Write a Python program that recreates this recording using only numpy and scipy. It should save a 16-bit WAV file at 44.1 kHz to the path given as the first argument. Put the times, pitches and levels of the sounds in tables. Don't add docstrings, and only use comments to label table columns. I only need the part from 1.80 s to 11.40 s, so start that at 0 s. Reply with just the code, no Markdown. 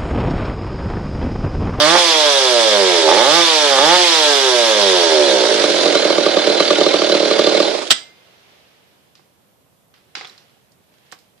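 import sys
import numpy as np
from scipy import signal
from scipy.fft import rfft, irfft
from scipy.io import wavfile
from scipy.ndimage import uniform_filter1d

SR = 44100
rng = np.random.default_rng(int(sys.argv[2]) if len(sys.argv) > 2 else 0)


def output_pcm(signal):
    pcm = np.clip(np.atleast_2d(signal).T, -1, 1) * 32767
    wavfile.write(sys.argv[1], SR, np.round(pcm).astype(np.int16))


def invert_db(level):
    return 10 ** (np.asarray(level, dtype=float) / 20)


N = 423360

# t/s, speed/(turns per s)
SPEED = [(0.0, 148), (0.048, 150.9), (0.138, 174.7), (0.164, 176.1), (0.198, 175.6), (0.36, 156.5),
         (0.738, 120.1), (1.044, 94.2), (1.28, 76), (1.392, 111.8), (1.562, 171.6), (1.618, 170.5),
         (1.98, 130.5), (2.134, 180), (2.192, 180.5), (2.44, 150.4), (2.74, 122.5), (3.02, 100),
         (3.3, 79.8), (3.72, 55.2), (4.05, 42.5), (4.35, 37.9), (4.7, 38.6), (5.8, 37.2)]
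# from t/s, to t/s, burning at first/dB, at last/dB
BLIPS = [
    (-.1, 0.189, -13.5, -8.5),
    (1.258, 1.624, -17.5, -12),
    (1.881, 2.18, -16, -11),
]
INERTIA_S, SWITCH_OFF_S, STOP_S, RUNDOWN = .012, 5.84, 6.1, 88
# speed/(turns per s), pumping/dB, silencer box share/dB, port snap share/dB,
# rebound as the ports shut/dB
PUMP_BY_SPEED = [(20, -53.5, 6.5, -11, -5.5), (33.4, -36.5, 17, -8, -7), (38.7, -26.5, 10, 1, 0.5),
                 (60, -20, 0.5, -5, -8), (85, -20, -1.5, -4, -7), (140, -24, -0.5, 1.5, -31),
                 (178, -21, -5, -6.5, -13)]
# f/Hz, width/Hz, level/dB, polarity, left minus right/dB
PUMP_MODES = [(560, 22, 0, 0.69, -3), (608.7, 31, 11.5, 0.63, -5.5), (708, 49, 10.5, 0.22, -16),
              (850, 69, -4, 0.89, -18)]
# f/Hz, width/Hz, level/dB, polarity, left minus right/dB
BOX_MODES = [(195, 4.3, -43.5, 0.81, -3), (206, 27, -12, -0.14, -2), (323.6, 120, -3, -0.9, -8),
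             (360.4, 107, 3, 0.73, -7), (454, 185, 4, -0.8, -6.5)]
# f/Hz, width/Hz, level/dB, polarity, left minus right/dB
SNAP_MODES = [(1020, 36, -6, 0.45, 13), (1380, 190, 4, 0.93, 1.5), (1590, 120, 7, 0.7, 1),
              (1900, 580, 6.5, 1, -8.5), (2290, 1400, -2, 0.66, -22.5)]
# f/Hz, width/Hz, level/dB, polarity, left minus right/dB
EDGE_MODES = [(880, 350, 0, -1, -3), (1250, 400, -2, 1, -2), (1900, 600, 0, -1, -3), (2850, 600, -2, 1, -5),
              (3500, 500, -3, -1, -7)]
GROUND_LAG_MS, SNAP_THROTTLE_DB = 5.525, -9.5
# t/s, echo lag/ms, echo level/dB
KERB = [(0, 1.6, -17.5), (.4, 2.2, -7.5), (.6, 1.63, -15), (.9, 1.7, -5), (1.1, 2.44, -12),
        (1.6, 2.05, -10), (1.8, 2.35, -4), (2.1, 2.35, -15), (2.45, 2.3, -3), (2.6, 2.8, -5),
        (2.8, 1.57, -12), (3.2, 2.4, -16.5), (6, 1.1, -20.5)]
# f/Hz, width/Hz, level/dB, polarity, left minus right/dB
BURN_MODES = [(179.7, 55, -19.5, 5.5, 0.5), (306, 170, -15, -6.5, -9.5), (610, 160, -8.5, 3, -2.5),
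              (1050, 910, 6, 11, -10.5), (1400, 170, -4.5, 2.5, 0), (2300, 1500, -7, 6.5, -8.5)]
# f/Hz, width/Hz, level/dB, polarity, left minus right/dB
PIPE_MODES = [(873, 130, -3, 0.73, -5), (890, 110, 0.5, -0.24, -6.5), (790, 150, -8, -0.07, -8)]
# f/Hz, width/Hz, level/dB, polarity, left minus right/dB
BARK_MODES = [(1053, 95, -1, 0.87, -4), (1280, 130, 6.5, -0.71, -1.5), (1500, 140, -9, 0.67, -1),
              (2150, 110, -9.5, -1, -8)]
# pipe at first/dB, at last/dB, bark at first/dB, at last/dB
BLIP_TONE = [
    (-17, -10, -4.5, 0),
    (5.5, -6.5, -7.5, 3),
    (-3, 2.5, -3, -3),
]
# t/s, level/dB
BACKFIRES = [
    (0.154, -9.5),
    (0.174, -12),
    (0.357, -21.5),
    (1.288, -15),
    (1.301, -17.5),
    (1.312, -16),
    (1.374, -15.5),
    (1.41, -20),
    (1.987, -11.5),
]
# f/Hz, width/Hz, share/(0-1)
DEAD_SPOTS = [(275, 21, 0), (504.4, 21, 0.9), (745, 30, .6)]
# t/s, peak level/dB
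POPS = [(3.653, -10.7), (3.7431, -8.9), (3.7992, -12.1), (3.8394, 0.8), (3.8794, -9.9), (3.9006, -9.3),
        (4.011, -9.7), (4.034, -13.6), (4.0581, -0.8), (4.1524, -1.6), (4.251, -1.9), (4.3031, -0.8),
        (4.3821, 0.5), (4.4347, -13.3), (4.4627, 0.8), (4.5684, 1.4), (4.6716, -1.7), (4.699, -3.6),
        (4.8037, 3.1), (4.907, 3.1), (4.9306, -13.3), (4.9835, -3.3), (5.0108, 0.2), (5.0636, 0.9),
        (5.1404, 2.2), (5.219, -2.2), (5.296, -3.4), (5.3226, -1.6), (5.3491, -0.0), (5.4014, -5.7),
        (5.4281, -8.6), (5.4555, -12.0), (5.5105, -0.1), (5.592, 4.0), (5.6424, -12.5), (5.6701, -0.8),
        (5.7207, -8.8), (5.7483, -3.9), (5.775, -5.3), (5.8016, 2.0), (5.8816, -18), (5.9486, -24),
        (5.9876, -24), (6.0296, -30)]
# f/Hz, width/Hz, level/dB, polarity, left minus right/dB
POP_MODES = [(372, 88, -2.3, -1, -8), (439, 20, -18, -1, -6), (583, 82, 0, 1, -4.5), (300, 20, -23, 1, -6),
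             (185, 50, -23, -1, -3)]
# speed/(turns per s), port opening/dB, intake breathing/dB
CHUFF = [(16, -22, -26), (26, -10, -17), (37, -5, -12.5), (46, -4.5, -12), (52, -6.5, -14), (58, -16, -24),
         (64, -45, -50)]
# f/Hz, width/Hz, level/dB, polarity, left minus right/dB
INTAKE_MODES = [(496, 248, 0, -1, -5)]
# t/s, level/dB
CRACKS = [(3.84, -6), (4.059, -7.5), (4.153, -5.5), (4.303, -5.5), (4.38, -6), (4.464, 0), (4.57, -2),
          (4.802, 1.5), (4.905, 1.5), (5.012, -2.5), (5.063, -4.5), (5.141, -4), (5.218, -4),
          (5.295, -10.5), (5.351, -11), (5.51, -4.5), (5.593, -0.5), (5.671, -4), (5.75, -10), (5.802, -2)]
# f/Hz, width/Hz, level/dB, polarity, left minus right/dB
OUTLET_MODES = [(1180, 70, -2, 0.96, -1), (1670, 300, -9, 0.92, 2.5), (4450, 1300, -3, 1, -5.5),
                (8500, 4000, -13, 0.94, -11.5)]
# speed/(turns per s), clatter/dB, top end against it/dB, middle against it/dB
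CLATTER = [(14.89, -36, -13, -4), (22.7, -26.5, -15, -1), (37.2, -21, -18, -3.5), (42.4, -18.5, -16, -4.5),
           (82, -14.5, -16.5, -5), (125, -14, -15.5, -7), (186, -11, -16.5, -5.5)]
MIDDLE_THROTTLE_DB = 1.5
# f/Hz, level/dB per Hz
FAST_COLOUR = [(150, -62), (300, -38), (700, -27), (1300, -22), (2520, -12), (3450, -3), (5370, -8),
               (9900, -19), (11000, -24), (11600, -30), (14400, -33), (15400, -90)]
# f/Hz, level/dB per Hz
IDLE_COLOUR = [(100, -40), (250, -21), (600, -16.5), (970, -25), (1340, -25.5), (2860, -22), (4090, -18),
               (8370, -35), (10800, -38.5), (12500, -70), (15400, -98)]
# f/Hz, width less 60/Hz, running part/dB (fades out at idle), idle
# part/dB (counts 1.5 times at idle, half when fast)
METAL = [(1560, 96, -25.5, -16.5), (2186, 5.8, -13.5, -11.5), (2760, 37, -28, -19), (3170, 66, -10, -22.5),
         (3460, 330, 5, -12.5), (4000, 80, -5, -14), (3870, 100, -1, -15.5), (4600, 99, -0.5, -14),
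         (6900, 60, -21, -17.5), (8350, 38, -31, -33)]
# f/Hz, likeness/(0-1)
SAME = [(60, 0.36), (150, 0.41), (380, 0.3), (950, 0.27), (2380, 0.6), (5970, 0.11), (15000, 0.27)]
# f/Hz, left minus right/dB
LEAN = [(60, -4.5), (130, -1), (290, -20.5), (640, -21), (1410, -12), (3090, 0), (6800, -15), (15000, -13)]
# t/s, level/dB
GARDEN = [
    (6.2, -34),
    (6.33, -43),
    (6.75, -43),
    (7.5, -55),
    (8.1, -59),
    (8.5, -44.5),
    (8.97, -56.5),
    (9.3, -48),
    (9.6, -57),
]
# f/Hz, level/dB per Hz
QUIET = [(15, -24), (25, -1), (75, 1.5), (122, -2), (156, 3), (198, -10), (581, -9), (869, -12.5),
         (2910, -28.5), (10000, -23.5), (12800, -22.5), (14200, -23.5), (15400, -57)]
HUM_DB = -57.5
# f/Hz, level/dB per Hz
RUSTLE = [(180, -36.5), (300, -6), (545, -3.5), (594, -7), (685, -6.5), (1060, -11), (3280, -7.5),
          (5960, -17.5), (9000, -35), (11700, -60.5), (19800, -120)]
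# f/Hz, width/Hz, level/dB, polarity, left minus right/dB
RATTLE_MODES = [(1436, 21, -12.5, 0.88, -0.5), (2160, 59, -7.5, 0.92, -4.5), (2800, 46, -14.5, 0.97, -5),
                (3090, 50, -4, 0.88, -5), (3200, 95, -10, 0.94, -1.5), (3530, 38, -3, 1, 0.5),
                (3870, 67, -5.5, 0.99, -7), (4080, 25, -2.5, 1, -1.5), (4550, 45, -6.5, 0.94, -13)]
RATTLE_DB, TAPS_PER_S = -31, 1300
# t/s, peak level/dB
CLANK = [
    (6.052, -20),
    (6.069, -16.5),
    (6.101, -11.5),
    (6.105, 8.5),
    (6.111, 7.5),
    (6.117, 0),
    (6.122, -2),
    (6.141, -24),
    (6.154, -30.5),
    (6.18, -35),
]
# f/Hz, level/dB per Hz
CLANK_COLOUR = [(59, -53.5), (100, -26), (507, -17.5), (695, -12.5), (934, -22), (1370, -8), (1520, -13),
                (2460, -13), (3170, -2), (6640, -15.5), (8370, -14.5), (9300, -33), (15400, -39.5)]
# f/Hz, level/dB, time to fall about 26 dB/s
BAR = [(1680, -12, 0.12), (2020, -5.5, 0.11), (3170, -12.5, 0.13), (3060, -19, 0.2), (3120, -1.5, 0.1),
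       (4300, -10.5, 0.12), (4150, -13, 0.073), (4870, -3.5, 0.12), (5500, -21.5, 0.22), (5800, -3, 0.052),
       (7360, -24.5, 0.2)]
# f/Hz, level/dB, t60/s, from t/s, drops 10 dB at t/s
LINGER = [
    (2085, -43, 1.6, 6.2, 6.32),
    (4850, -29, .6, 6.14, 6.243),
    (8200, -11, .12, 6.103, 6.15),
    (8205, -46, .5, 6.16, 6.28),
]
# f/Hz, width/Hz, level/dB, polarity, left minus right/dB
THUMP_MODES = [(70, 40, -1, 0.82, -2.5), (140, 60, -6.5, 0.94, -5), (263, 78, -4.5, 1, -5)]
# t/s, peak level/dB, gritty tail t60/s, brightness/dB per octave, left minus right/dB
KNOCKS = [(7.353, -36, 0.35, 5.5, -5), (7.394, -43, 0.17, -9, -4.5), (8.139, -41.5, 0.5, 0, -4),
          (8.352, -14.5, 0.35, 2.5, -4), (8.371, -25.5, 0.27, -5.5, -1), (8.41, -22, 0.48, -2.5, -4),
          (8.447, -27, 0.054, -1, -5), (8.451, -24.5, 0.12, -0.5, -2), (8.472, -35, 0.5, 14, -7),
          (8.496, -39, 0.08, 10, -7), (8.512, -41, 0.093, 6, -6), (8.578, -35.5, 0.28, 7, -8),
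          (8.696, -46, 0.35, 1, -1), (8.919, -43, 0.16, 17, -7), (9.139, -44, 0.2, 2, -6),
          (9.182, -46, 0.1, 2, -6), (9.264, -48, 0.1, 0, -5), (9.578, -47, 0.15, 1, -5.5),
          (9.316, -36, 0.11, 7, -10), (9.322, -26.5, 0.17, 16.5, -13), (9.325, -21.5, 0.065, -3, -8),
          (9.328, -28, 0.21, -4, 1), (9.349, -45, 0.15, -2, -2.5), (9.388, -39, 0.24, 16, -10)]
# f/Hz, level/dB per Hz
KNOCK_COLOUR = [(88, -51), (150, -19), (178, -25), (451, -4.5), (647, -14), (753, 2), (928, -9), (1100, 0),
                (1310, -1), (2060, -1), (4930, -3.5), (8000, -23.5), (10500, -36), (14000, -41.5)]
# t/s, level/dB, f/Hz, width/Hz
PINGS = [(8.353, -14, 2300, 500), (8.375, -33, 1100, 200), (8.391, -28, 2000, 249), (8.412, -27, 2150, 90),
         (8.414, -29, 785, 120), (8.447, -22, 3430, 400), (8.453, -26, 3430, 120), (8.472, -26, 4040, 350),
         (8.485, -36, 5300, 400), (8.497, -33, 3970, 70), (8.55, -41, 1950, 250), (8.579, -37, 5000, 299),
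         (8.581, -35, 4200, 120.5)]


def evened(x):
    return x / np.sqrt(np.mean(x ** 2) + 1e-20)


def read(points, hz):
    f, value = np.transpose(points)
    return np.interp(np.log(hz + 1), np.log(f + 1), value)


def curves(rows, t):
    s, *columns = np.transpose(rows)
    return [np.interp(t, s, c) for c in columns]


def strikes(s, size):
    at = np.clip(s * SR, 0, N - 2)
    i = at.astype(int)
    return np.bincount(i, size * (1 - at + i), N) + np.bincount(i + 1, size * (at - i), N)


def lean(db, left_db):
    return invert_db(db + np.array([[.5], [-.5]]) * left_db)


def ring(clicks, modes, rise, cut_hz):
    t = np.arange(8192) / SR
    body = 0
    for hz, width, db, sign, lean_db in modes:
        mode = np.exp(-np.pi * width * t) * np.sin(2 * np.pi * hz * t) * (1 - np.exp(-t / rise))
        thin = signal.butter(6, min(cut_hz, .85 * hz), "highpass", fs=SR, output="sos")
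        body = body + sign * lean(db, lean_db) * signal.sosfilt(thin, mode)
    return signal.oaconvolve(clicks[None], body / abs(body.mean(0)).max(), axes=1)[:, :N]


def noise(field_db, same, patchy_db):
    hz, t = np.fft.rfftfreq(512, 1 / SR), np.arange(N // 128 + 5) * 128 / SR
    a, b, c, d, patches = rng.standard_normal((len(t), len(hz), 5)).T
    patches = evened(uniform_filter1d(uniform_filter1d(patches, size=5, axis=0), size=12, axis=1))
    same, left = np.clip(same(hz), -1, 1)[:, None], a + 1j * b
    z = np.array([left, same * left + np.sqrt(1 - same ** 2) * (c + 1j * d)])
    level = invert_db(field_db(hz, t) + patchy_db * patches)
    return signal.istft(z * level, nperseg=512, noverlap=384)[1][:, :N]


def speed(t):
    lit = np.mean([curves(SPEED, t + k * INERTIA_S)[0] for k in (-1, 0, 1)], 0)
    return lit - RUNDOWN * np.clip(t - SWITCH_OFF_S, 0, STOP_S - SWITCH_OFF_S)


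def throttle(t):
    return np.array([np.clip(np.minimum(t - a, b - t) / .03, 0, 1) for a, b, _, _ in BLIPS])


def crank():
    t = np.arange(N) / SR
    turns = np.cumsum(speed(t) * (t < STOP_S)) / SR
    s = np.transpose(POPS)[0]
    slip = np.unwrap(np.interp(s, t, turns) % 1, period=1)
    return turns - np.interp(t, s, slip)


def turn_times(turns, phase):
    count = np.arange(np.ceil(turns[0]), turns[-1])
    return np.interp(count + phase, turns, np.arange(N) / SR)


def pumping(turns, uneven):
    t = np.arange(N) / SR
    opens, shuts = turn_times(turns, 0), turn_times(turns, 0.32)
    pump_db, box_db, snap_db, rebound_db = curves(PUMP_BY_SPEED, speed(opens))
    snap_db = snap_db + SNAP_THROTTLE_DB * throttle(opens).sum(0)
    per_turn = np.sqrt(100 / speed(opens))
    pump = per_turn * invert_db(pump_db + .7 * uneven[0])
    lope = 1.2e-5 * per_turn ** 5
    opening, closing = opens + lope * uneven[3], shuts + 4 * lope * uneven[1]
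    lag_ms, echo_db = curves(KERB, opens)

    def puffs(db):
        size = pump * invert_db(db)
        direct = strikes(opening, size) - strikes(closing, size * invert_db(rebound_db))
        kerb = strikes(opening + lag_ms / 1000, size * invert_db(echo_db))
        kerb = kerb - strikes(closing + lag_ms / 1000, size * invert_db(rebound_db + echo_db))
        return direct + kerb + strikes(opening + GROUND_LAG_MS / 1000, size * invert_db(-9.5))

    pumped = invert_db(10) * ring(puffs(0), PUMP_MODES, rise=.0006, cut_hz=400)
    pumped = pumped + invert_db(8) * ring(puffs(box_db), BOX_MODES, rise=.0008, cut_hz=290)
    slow_db = -14 * np.clip(per_turn - 1.05, 0, .6)
    snapped = invert_db(14) * ring(puffs(snap_db + slow_db), SNAP_MODES, rise=.0002, cut_hz=800)
    edges = strikes(opening, pump * np.clip(2 * (1.3 - per_turn), 0, 1))
    snapped = snapped + invert_db(19) * ring(edges, EDGE_MODES, rise=.0001, cut_hz=490)
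    covered = np.clip((turns % 1 - .62) / .2, 0, 1) * np.clip((60 - speed(t)) / 18, 0, 1)
    idle = np.clip((57 - speed(t)) / 14, 0, 1)
    return pumped * invert_db(-7 * uniform_filter1d(covered, size=30) - 18 * idle) + snapped


def burning(turns, uneven):
    opens = turn_times(turns, 0)
    per_turn = np.sqrt(100 / speed(opens))
    ragged_db = 2.1 * per_turn ** 5 * uneven[2]
    moment = opens + 3e-5 * per_turn ** 3 * uneven[4]

    def burns(ends_db):
        burn = 0
        for (a, b, first_db, last_db), held, extra_db in zip(BLIPS, throttle(opens), ends_db):
            burn = burn + held * invert_db(np.interp(opens, (a, b), np.add((first_db, last_db), extra_db)))
        return strikes(moment, per_turn * burn * invert_db(ragged_db))

    tone_db = np.array(BLIP_TONE)
    late_s, late_db = np.transpose(BACKFIRES)
    late = strikes(late_s, invert_db(late_db))
    burnt = invert_db(11.5) * ring(burns(0 * tone_db[:, :2]) + late, BURN_MODES, rise=0.00012, cut_hz=300)
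    burnt = burnt + invert_db(8.5) * ring(burns(tone_db[:, :2]) + .7 * late, PIPE_MODES, rise=0.00025, cut_hz=340)
    return burnt + invert_db(3.5) * ring(burns(tone_db[:, 2:]) + late, BARK_MODES, rise=0.00018, cut_hz=590)


def side_chambers(x):
    for hz, width, share in DEAD_SPOTS:
        x = x - np.clip(share, 0, 1) * signal.lfilter(*signal.iirpeak(hz, hz / width, SR), x)
    return x


def idling(turns, uneven):
    opens = turn_times(turns, 0)
    open_db, intake_db = curves(CHUFF, speed(opens))
    s, peak_db = np.transpose(POPS)
    chuffs = strikes(opens, invert_db(open_db + 1.8 * uneven[0]))
    popped = ring(strikes(s, invert_db(peak_db)) + chuffs, POP_MODES, rise=.004, cut_hz=215)
    gulps = strikes(turn_times(turns, .67), invert_db(intake_db + 1.5 * uneven[2]))
    popped = popped + ring(gulps, INTAKE_MODES, rise=.004, cut_hz=215)
    s, peak_db = np.transpose(CRACKS)
    return popped + invert_db(-5) * ring(strikes(s, invert_db(peak_db)), OUTLET_MODES, rise=0.00048, cut_hz=510)


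def walls(x):
    at = np.arange(130, 9000, 22) + rng.integers(0, 22, 404) + rng.integers(0, 30, (2, 404))
    taps = np.zeros((2, 9100))
    np.put_along_axis(taps, at, rng.choice([-1., 1.], at.shape[1]) * invert_db(-60 * at / SR / 0.27), 1)
    return signal.oaconvolve(x, taps / np.linalg.norm(taps[0]), axes=1)[:, :N]


def clatter(turns):
    def field_db(hz, t):
        level_db, top_db, middle_db = curves(CLATTER, speed(t))
        middle_db = middle_db + MIDDLE_THROTTLE_DB * throttle(t).sum(0)
        fast = np.clip((speed(t) - 40) / 50, 0, 1)
        colour = np.outer(read(FAST_COLOUR, hz), fast) + np.outer(read(IDLE_COLOUR, hz), 1 - fast)
        power = invert_db(colour) ** 2
        for f, width, fast_db, idle_db in METAL:
            peak = 1 / (1 + (2 * (hz - f) / (width + 60)) ** 2) ** 2
            power = power + np.outer(peak, invert_db(fast_db * fast + idle_db * (1.5 - fast)) ** 2)

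        def share(lo, hi):
            return 10 * np.log10(power[(hz > lo) & (hz < hi)].sum(0))

        core_db = share(2500, 6000)
        top = np.clip(np.log2(hz / 5500 + 1e-9) * 3, 0, 1)[:, None]
        top = top * (top_db - share(6500, 12000) + core_db)
        middle = np.clip(np.log2(2700 / (hz + 1)) * 4, 0, 1)[:, None]
        middle = middle * (middle_db - share(1500, 2400) + core_db - 5)
        sides = read(LEAN, hz)[:, None] * np.array([.5, -.5])[:, None, None]
        return 10 * np.log10(power) - core_db + level_db + top + middle + sides - 90 * (t > STOP_S)

    hiss = noise(field_db, lambda hz: read(SAME, hz), patchy_db=1.5)
    hiss = signal.sosfilt(signal.butter(6, 230, "highpass", fs=SR, output="sos"), hiss)
    depth = np.clip(2.6 - speed(np.arange(N) / SR) / 32, .5, 1.5)
    beat_db = 1.1 * depth * np.cos(2 * np.pi * (turns + 0.041))
    s, peak_db = np.transpose(POPS)
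    jolts = strikes(s, invert_db(peak_db))
    shake = 1 + .9 * signal.lfilter([1], [1, -np.exp(-1 / (.007 * SR))], jolts)
    ticks = invert_db(1.6 * np.minimum(rng.exponential(1, N), 5)) * (rng.random(N) < 700 / SR)
    grain = 2.4 + signal.lfilter([1], [1, -np.exp(-1 / (0.016 * SR))], 0.058 * ticks)
    return invert_db(3.0) * hiss * shake * invert_db(beat_db) * evened(grain)


def garden():
    def field_db(hz, t):
        rustle_db = curves(GARDEN, t)[0]
        power = invert_db(read(QUIET, hz) + HUM_DB)[:, None] ** 2
        power = power + np.outer(invert_db(read(RUSTLE, hz)), invert_db(rustle_db - 13.0)) ** 2
        return 10 * np.log10(power) + np.array([-1.5, 1.5])[:, None, None]
    return noise(field_db, lambda hz: .3 * (hz < 700), patchy_db=.8)


def rattle(turns):
    t = np.arange(N) / SR
    clump = invert_db(11.0 * np.cos(2 * np.pi * (turns + 0.088)))
    loose = np.clip((75 - speed(t)) / 35, 0, 1) * np.clip((speed(t) - 27) / 10, 0, 1) * (t < STOP_S)
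    chance, size, which = rng.random((3, N))
    taps = loose * clump * invert_db(-3.0 * np.log(size + 0.00082)) * (chance < TAPS_PER_S / SR)
    part = (which * 3).astype(int)
    rung = sum(ring(taps * (part == k), RATTLE_MODES[k::3], rise=.0002, cut_hz=830) for k in range(3))
    return invert_db(RATTLE_DB) * rung


def burst(colour, tilt_db, t60, tick_db, rise):
    t, hz = np.arange(16384) / SR, np.fft.rfftfreq(16384, 1 / SR)
    shared, left, right, grit = rng.standard_normal((4, len(t)))
    decay = invert_db(-60 * t / t60 + 1.7 * evened(uniform_filter1d(grit, size=60)))
    spray = (shared + 1.7 * np.array([left, right])) * decay
    spray = spray * (1 + invert_db(tick_db - 60 * t / 0.016)) * (1 - np.exp(-t / rise))
    tone = invert_db(read(colour, hz) + tilt_db * np.log2(hz / 2500 + .01))
    out = irfft(rfft(np.roll(spray, 256, 1)) * tone)
    return out / abs(out.mean(0)).max()


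def add(mix, s, sound):
    part = mix[:, round(s * SR) - 256:][:, :sound.shape[1]]
    part += sound[:, :part.shape[1]]


def clank():
    mix = np.zeros((2, N))
    for s, db in CLANK:
        blow = burst(CLANK_COLOUR, tilt_db=0.1, t60=.042, tick_db=-12, rise=.0012)
        add(mix, s, invert_db(db + np.array([[-3.5], [3.0]])) * blow)
    s, peak_db = np.transpose(CLANK)
    blows = strikes(s, invert_db(peak_db))
    leans_db = rng.normal(-15.5, 2.6, len(BAR))
    modes = [(hz, 0.94 / t60, db, 1, lean_db) for (hz, db, t60), lean_db in zip(BAR, leans_db)]
    early = ring(blows, modes, rise=.001, cut_hz=250)
    t = np.arange(N) / SR
    late = 0
    for hz, db, t60, s, damped in LINGER:
        level = invert_db(db - 60 * abs(t - s) / t60 - 10 * np.clip((t - damped) / .015, 0, 1))
        late = late + level * np.sin(2 * np.pi * hz * t) * np.clip((t - s) / 0.018, 0, 1)
    thump = invert_db(-36.5) * ring(blows, THUMP_MODES, rise=0.0023, cut_hz=40)
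    return mix + invert_db(-27) * early + late + thump


def knocks():
    mix = np.zeros((2, N))
    for s, db, t60, tilt_db, lean_db in KNOCKS:
        blow = burst(KNOCK_COLOUR, tilt_db, max(t60, .02), tick_db=9.5, rise=0.00047)
        add(mix, s, lean(db, lean_db) * blow)
    return mix


def pings():
    mix, t = np.zeros((2, N)), np.maximum(np.arange(-256, 3000) / SR, 0)
    for s, db, hz, width in PINGS:
        note = np.exp(-np.pi * width * t) * np.sin(2 * np.pi * hz * t)
        add(mix, s, lean(db, -5) * note)
    return mix


def scene():
    turns = crank()
    uneven = rng.standard_normal((5, len(turn_times(turns, 0))))
    engine = side_chambers(pumping(turns, uneven) + burning(turns, uneven))
    idle = idling(turns, uneven)
    saw = engine + idle + invert_db(-8) * walls(engine + .25 * idle) + clatter(turns) + rattle(turns)
    saw[0] = np.roll(saw[0], 2)
    blows = clank() + knocks() + pings()
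    return saw + blows + invert_db(-14) * walls(blows) + garden()


def starved(x):
    hz, _, z = signal.stft(x, SR, nperseg=2048)
    power = abs(z) ** 2
    band = np.repeat(power[:, :1024].reshape(2, 64, 16, -1).sum(2), 16, 1)
    limit_db = -40 + 2.5 * np.repeat(rng.standard_normal((64, band.shape[2])), 16, 0)
    loudness = power.sum(1, keepdims=True).max(0)
    faint = (band.max(0) < loudness * invert_db(limit_db) ** 2) & (hz[:1024, None] > 8800)
    kept = np.concatenate([~faint, ~faint[-1:]])
    return signal.istft(z * kept, SR, nperseg=2048)[1][:, :N]


def low_pass(x):
    return signal.sosfilt(signal.butter(12, 15570, fs=SR, output="sos"), x)


def record(dry):
    squeezed = 1.257 * np.tanh(dry / 1.904)
    thin = signal.sosfilt(signal.butter(2, 120, "highpass", fs=SR, output="sos"), squeezed)
    thin = signal.sosfilt(signal.butter(12, 14400, fs=SR, output="sos"), thin)
    finished = np.clip(starved(thin), -1, 1)
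    return low_pass(finished)


dry = scene()
out = record(dry)
output_pcm(out)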